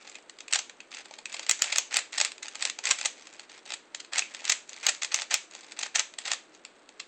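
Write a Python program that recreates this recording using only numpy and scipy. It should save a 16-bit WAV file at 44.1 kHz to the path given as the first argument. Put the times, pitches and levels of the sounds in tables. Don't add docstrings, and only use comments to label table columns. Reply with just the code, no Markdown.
import sys
import numpy as np
from scipy import signal
from scipy.fft import rfft, irfft, next_fast_len
from scipy.io import wavfile

SR = 44100
rng = np.random.default_rng(int(sys.argv[2]) if len(sys.argv) > 2 else 0)


def output_pcm(signal):
    pcm = np.clip(np.atleast_2d(signal).T, -1, 1) * 32767
    wavfile.write(sys.argv[1], SR, np.round(pcm).astype(np.int16))


N = 311787


def from_db(db):
    return 10 ** (np.asarray(db) / 20)


def rms_one(x):
    return x / np.sqrt(np.mean(x ** 2, axis=-1, keepdims=True) + 1e-20)


def at_hz(points, hz):
    known_hz, values = np.transpose(points)
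    return np.interp(np.log(np.maximum(hz, 1)), np.log(known_hz), values)


def coloured(x, spectrum):
    size = next_fast_len(len(x))
    gain = from_db(at_hz(spectrum, np.fft.rfftfreq(size, 1 / SR)))
    return rms_one(irfft(rfft(x, size) * gain, size)[:len(x)])


def clicks():
    # first touch t/s, relative strength level/dB, hollow lows re peak level/dB
    snaps = [(0.153, -27.5, -24), (0.295, -27.5, -32), (0.386, -30, -33), (0.404, -26, -29),
             (0.48, -28, -30), (0.525, -9.5, -30), (0.533, -8, -40), (0.695, -27.5, -23),
             (0.803, -30.5, -22), (1.055, -30, -22), (1.109, -31.5, -8.5), (1.137, -28, -29),
             (1.255, -21, -40), (1.365, -24.5, -34), (1.393, -19, -19.5), (1.464, -22, -25),
             (1.493, -4.5, -28), (1.51, -6, -32), (1.619, -5.5, -32), (1.758, -10, -28),
             (1.782, -5.5, -24.5), (1.941, -12.5, -22), (1.967, -5, -30), (2.128, -23, -39),
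             (2.2, -8.5, -26), (2.211, -8, -21), (2.247, -11.5, -30), (2.317, -23.5, -36),
             (2.379, -30.5, -31), (2.456, -25.5, -34), (2.481, -21.5, -41), (2.553, -22, -19.5),
             (2.623, -12, -30), (2.651, -10.5, -28), (2.697, -14.5, -42), (2.787, -19.5, -18.5),
             (2.837, -25, -33), (2.853, -13.5, -35), (3.011, -16, -25), (3.048, -18, -17.5),
             (3.269, -29.5, -25), (3.394, -25, -23), (3.703, -19.5, -22), (3.719, -17.5, -21),
             (3.946, -17.5, -27), (4.046, -30, -37), (4.133, -16, -27), (4.191, -8, -38),
             (4.346, -20.5, -26), (4.451, -17, -37), (4.477, -18, -31), (4.73, -26.5, -33),
             (4.865, -6, -29.5), (4.947, -24, -35), (5.031, -15, -27), (5.045, -15, -27), (5.142, -7, -34),
             (5.197, -36, -23), (5.218, -16, -24), (5.34, -5.5, -28), (5.549, -26.5, -19),
             (5.719, -24, -28), (5.789, -19, -24.5), (5.993, -8.5, -31), (6.137, -31, -22),
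             (6.185, -18, -26.5), (6.253, -21, -31), (6.315, -8.5, -25), (6.332, -14, -47.5),
             (6.649, -25.5, -28.5), (6.889, -33, -19.5)]
    strikes = blows(snaps, seat_s=0.0013, bright_db=0)
    return contacts(strikes, level_db=-20.0, lead_db=-8.0, settle_s=0.0015, strike_db=15)


def scuffs():
    # first touch t/s, relative strength level/dB, hollow lows re peak level/dB
    grinds = [(0.048, -38, -8), (0.073, -30, -23), (0.545, -12, -35), (0.556, -9, -23),
              (0.589, -14.5, -25.5), (1.009, -35, -17), (1.186, -27.5, -18), (1.342, -18, -20.5),
              (1.429, -25, -28), (1.64, -15, -24), (1.657, -23, -19), (1.724, -10, -26), (1.96, -11.5, -24),
              (1.989, -16, -38), (2.18, -10, -26.5), (2.428, -20.5, -35), (2.87, -14, -46),
              (2.909, -4, -45), (2.986, -20.5, -34), (3.056, -9, -25.5), (3.496, -32, -21),
              (3.737, -18, -26), (4.001, -23.5, -36), (4.158, -23.5, -21), (4.181, -8, -26),
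              (4.497, -5.5, -26.5), (4.52, -8.5, -30.5), (4.887, -8.5, -22.5), (4.891, -10, -38),
              (5.02, -16, -33), (5.118, -18.5, -30), (5.31, -16, -27), (5.83, -13, -30), (5.956, -7.5, -26),
              (6.278, -17, -26.5), (6.999, -19.5, -30)]
    strikes = blows(grinds, seat_s=0.0016, bright_db=0)
    return contacts(strikes, level_db=-19.5, lead_db=1, settle_s=0.0031, strike_db=13)


def ticks(pressure):
    return contacts(rattle(pressure), level_db=-7.0, lead_db=-8.5, settle_s=0.0019, strike_db=14.5)


def blows(table, seat_s, bright_db, plain_lows_db=-25.5, bright_per_db=0.27):
    touch_s, peak_db, lows_db = np.transpose(table)
    highs_db = bright_db + bright_per_db * (peak_db - peak_db.mean())
    hollow_db = lows_db - plain_lows_db
    return np.transpose([touch_s + seat_s, peak_db, hollow_db, highs_db])


def rattle(pressure, hollow_db=1, bright_db=-3, colour_spread_db=4.5, count=900):
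    ticks_per_s, spread_db, top_db = 80, 2.5, -39
    s = np.cumsum(rng.uniform(0, 2, count)) / ticks_per_s
    strength, hollow, bright = rng.standard_normal((count, 3)).T
    rub_db = 20 * np.log10(np.interp(s * SR, np.arange(N), pressure))
    tick_db = np.minimum(rub_db, top_db) + spread_db * np.clip(strength, -2, 2)
    lows_db = hollow_db + colour_spread_db * hollow
    highs_db = bright_db + colour_spread_db * bright
    return np.transpose([s, tick_db, lows_db, highs_db])[s < N / SR]


def contacts(table, level_db, lead_db, settle_s, strike_db, vary_db=1.0, piece_spread=0.029,
             low_hz=1150, high_hz=4750, size=1024):
    # nominal f/Hz, bandwidth f/Hz, relative level/dB
    shell = [(631, 117, -19), (877, 82, -18.5), (1213, 186, -16), (1983, 300, -8), (2616, 205, -7),
             (3344, 170, -9), (3830, 256, -7.5), (4640, 530, -6), (5416, 200, -12), (6358, 495, -2.5),
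             (6718, 800, 0), (7492, 930, -3)]
    s, contact_db, hollow_db, bright_db = np.transpose(table)
    offsets = np.arange(size) - size // 4
    bins_hz = np.fft.rfftfreq(size, 1 / SR)
    force = rfft(chatter(offsets / SR, lead_db, settle_s, strike_db, count=len(s)))
    strength, detune = rng.standard_normal((len(s), len(shell), 2)).T
    rings = 0
    for k, (hz, width_hz, mode_db) in enumerate(shell):
        colour_db = hollow_db * (hz < low_hz) + bright_db * (hz > high_hz)
        gain = from_db(level_db + contact_db + mode_db + colour_db + vary_db * strength[k])
        piece_hz = hz * np.exp(piece_spread * detune[k])
        ring = rms_one(irfft(force * resonance(piece_hz[:, None], width_hz, bins_hz)))
        rings = rings + (-1) ** k * gain[:, None] * ring
    at = np.round(s * SR).astype(int)[:, None] + offsets
    return np.bincount(np.clip(at, 0, N - 1).ravel(), rings.ravel(), N)


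def chatter(t, lead_db, settle_s, strike_db, count):
    shape = np.where(t < 0, from_db(lead_db), 1) * np.exp(-abs(t) / settle_s)
    force = shape * rng.standard_normal((count, len(t)))
    force[:, np.argmin(abs(t))] += from_db(strike_db)
    return force


def resonance(hz, width_hz, bins_hz):
    r = np.exp(-np.pi * width_hz / SR)
    delay = np.exp(-2j * np.pi * bins_hz / SR)
    poles = 1 - 2 * r * np.cos(2 * np.pi * hz / SR) * delay + (r * delay) ** 2
    return (1 - r * r) / 2 * (1 - delay ** 2) / poles


def rasp(pressure, level_db=-3.5):
    # f/Hz, relative level per Hz/dB
    rasp_colour = [(150, -26.5), (400, -12.5), (700, -1.5), (1000, -2.5), (1850, 5), (2550, 6), (3000, 0),
                   (4300, -2.5), (5500, -2.5), (6600, -3), (8200, -5.5)]
    grain = slips(per_s=1200, length_s=0.00069)
    catches = slips(per_s=110, length_s=0.0012)
    rough = np.sqrt(grain + catches) * rng.standard_normal(N)
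    return from_db(level_db) * pressure * coloured(rough, rasp_colour)


def rubbing(ease_s=0.0066, hold_db=-67, turn_swell_db=3.5):
    # start t/s, end t/s, rubbing halfway level/dB
    turns = [(0.5, 0.56, -45), (1.47, 1.515, -41.5), (1.59, 1.78, -37.5), (1.91, 1.995, -31),
             (2.125, 2.28, -39.5), (2.6, 2.685, -38.5), (2.835, 2.925, -27.5), (2.98, 3.07, -42),
             (3.655, 3.75, -47), (4.125, 4.2, -29.5), (4.44, 4.525, -36.5), (4.83, 4.895, -30),
             (5.018, 5.06, -42), (5.11, 5.235, -37.5), (5.305, 5.36, -27.5), (5.77, 5.87, -39),
             (5.948, 6.012, -29.5), (6.25, 6.345, -35)]
    # start t/s, end t/s, rubbing level/dB
    regrips = [(0.0, 0.185, -53), (0.913, 1.015, -44), (1.04, 1.225, -62), (1.288, 1.45, -47),
               (2.42, 2.6, -50.5), (3.162, 3.45, -55.5), (3.5, 3.6, -50), (4.3, 4.44, -48.5),
               (4.68, 4.83, -51), (5.5, 5.73, -53), (6.18, 6.25, -52), (6.52, 6.555, -60.5)]
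    t = np.arange(N) / SR
    pressure = np.full(N, from_db(hold_db))
    for moves, swell_db in ((turns, turn_swell_db), (regrips, 0)):
        for start, end, slide_db in moves:
            first, last = from_db([slide_db - swell_db / 2, slide_db + swell_db / 2])
            corners_s = [start - ease_s, start + ease_s, end - ease_s, end + ease_s]
            pressure += np.interp(t, corners_s, [0, first, last, 0])
    return pressure


def slips(per_s, length_s):
    sizes = from_db(4 * np.minimum(rng.exponential(1, N), 2.5))
    born = (rng.random(N) < per_s / SR) * sizes ** 2
    power = signal.lfilter([1], [1, -np.exp(-2 / (length_s * SR))], born + 1e-18)
    return power / power.mean()


def pings(hz=2570, decay_s=0.0038):
    # t/s, starting level/dB
    strikes = [(.1526, -37), (.482, -34), (0.8031, -33.5), (1.257, -30.5), (4.222, -20.5)]
    t = np.arange(SR // 20) / SR
    taps = np.zeros(N)
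    for s, db in strikes:
        taps[round(s * SR)] = from_db(db)
    return signal.fftconvolve(taps, np.sin(2 * np.pi * hz * t) * np.exp(-t / decay_s))[:N]


def reflections(x, level_db=-12, decay_s=0.0078, gap_s=0.0034, count=3, change_s=0.11):
    t = np.arange(SR // 10) / SR
    shape = np.clip(t / gap_s - 0.5, 0, 1) * np.exp(-t / decay_s)
    place = np.arange(N) / SR / change_s
    out = 0
    for k in range(count):
        away = np.minimum(abs((place - k + count / 2) % count - count / 2), 1)
        response = rms_one(shape * rng.standard_normal(len(t))) / np.sqrt(len(t))
        out = out + signal.fftconvolve(x * np.cos(np.pi / 2 * away), response)[:N]
    return from_db(level_db) * out


def room(x, tail_db=-10.0, t60=0.28, build_s=0.00071, count=13):
    # f/Hz, relative level/dB
    walls = [(300, -3.5), (700, 1), (1500, -1.5), (2500, 1.5), (4000, 0.5), (5500, -3.5), (7000, 0.5),
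             (8500, -7)]
    edges = np.linspace(np.sqrt(250), np.sqrt(9000), count + 1) ** 2
    out = 0
    for low, high in zip(edges, edges[1:]):
        band = signal.butter(3, [low, high], "band", fs=SR, output="sos")
        stored = fade(signal.sosfilt(band, x + 1e-12) ** 2, t60 / np.log(10 ** 6), build_s)
        diffuse = rms_one(signal.sosfilt(band, rng.standard_normal(N)))
        gain = from_db(tail_db + at_hz(walls, np.sqrt(low * high)))
        out = out + gain * np.sqrt(stored) * diffuse
    return out


def fade(power, decay_s, build_s):
    for seconds in (decay_s, build_s):
        keep = np.exp(-1 / (seconds * SR))
        power = signal.lfilter([1 - keep], [1, -keep], power + 1e-18)
    return power


def overload_thumps(width_s=0.00046):
    # pulse centre t/s, pulse peak level/dB
    pulses = [(1.62, -38), (2.910, -36), (5.341, -41.5)]
    t = np.arange(N) / SR
    return sum(from_db(db) * np.exp(-np.minimum(((t - s) / width_s) ** 2, 50)) for s, db in pulses)


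def hiss(level_db=-58):
    # f/Hz, relative level per Hz/dB
    hiss_colour = [(30, -20), (85, -25.5), (140, -18.5), (210, -8.5), (310, -1.5), (600, -4), (800, -7.5),
                   (1500, -8.5), (2500, -15), (4400, -20), (5600, -39), (7500, -22.5), (8500, -19.5)]
    return from_db(level_db) * coloured(rng.standard_normal(N), hiss_colour)


def scene():
    pressure = rubbing()
    cube = clicks() + scuffs() + ticks(pressure) + pings() + rasp(pressure)
    bass_cut = signal.butter(2, 260, "high", fs=SR, output="sos")
    heard = signal.sosfilt(bass_cut, cube + reflections(cube) + room(cube))
    return (heard + overload_thumps() + hiss())[None]


def record(dry, mic_top_hz=8288, overload=0.46, cutoff_hz=16200):
    mic_band = signal.cheby1(12, 0.1, mic_top_hz, fs=SR, output="sos")
    narrow = signal.sosfilt(mic_band, dry)
    excess = narrow - np.clip(narrow, -overload, overload)
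    crackle = signal.sosfilt(signal.butter(1, 400, "high", fs=SR, output="sos"), excess)
    flattened = narrow - crackle
    return signal.sosfilt(signal.ellip(10, 0.1, 80, cutoff_hz, fs=SR, output="sos"), flattened)


dry = scene()
out = record(dry)
output_pcm(out)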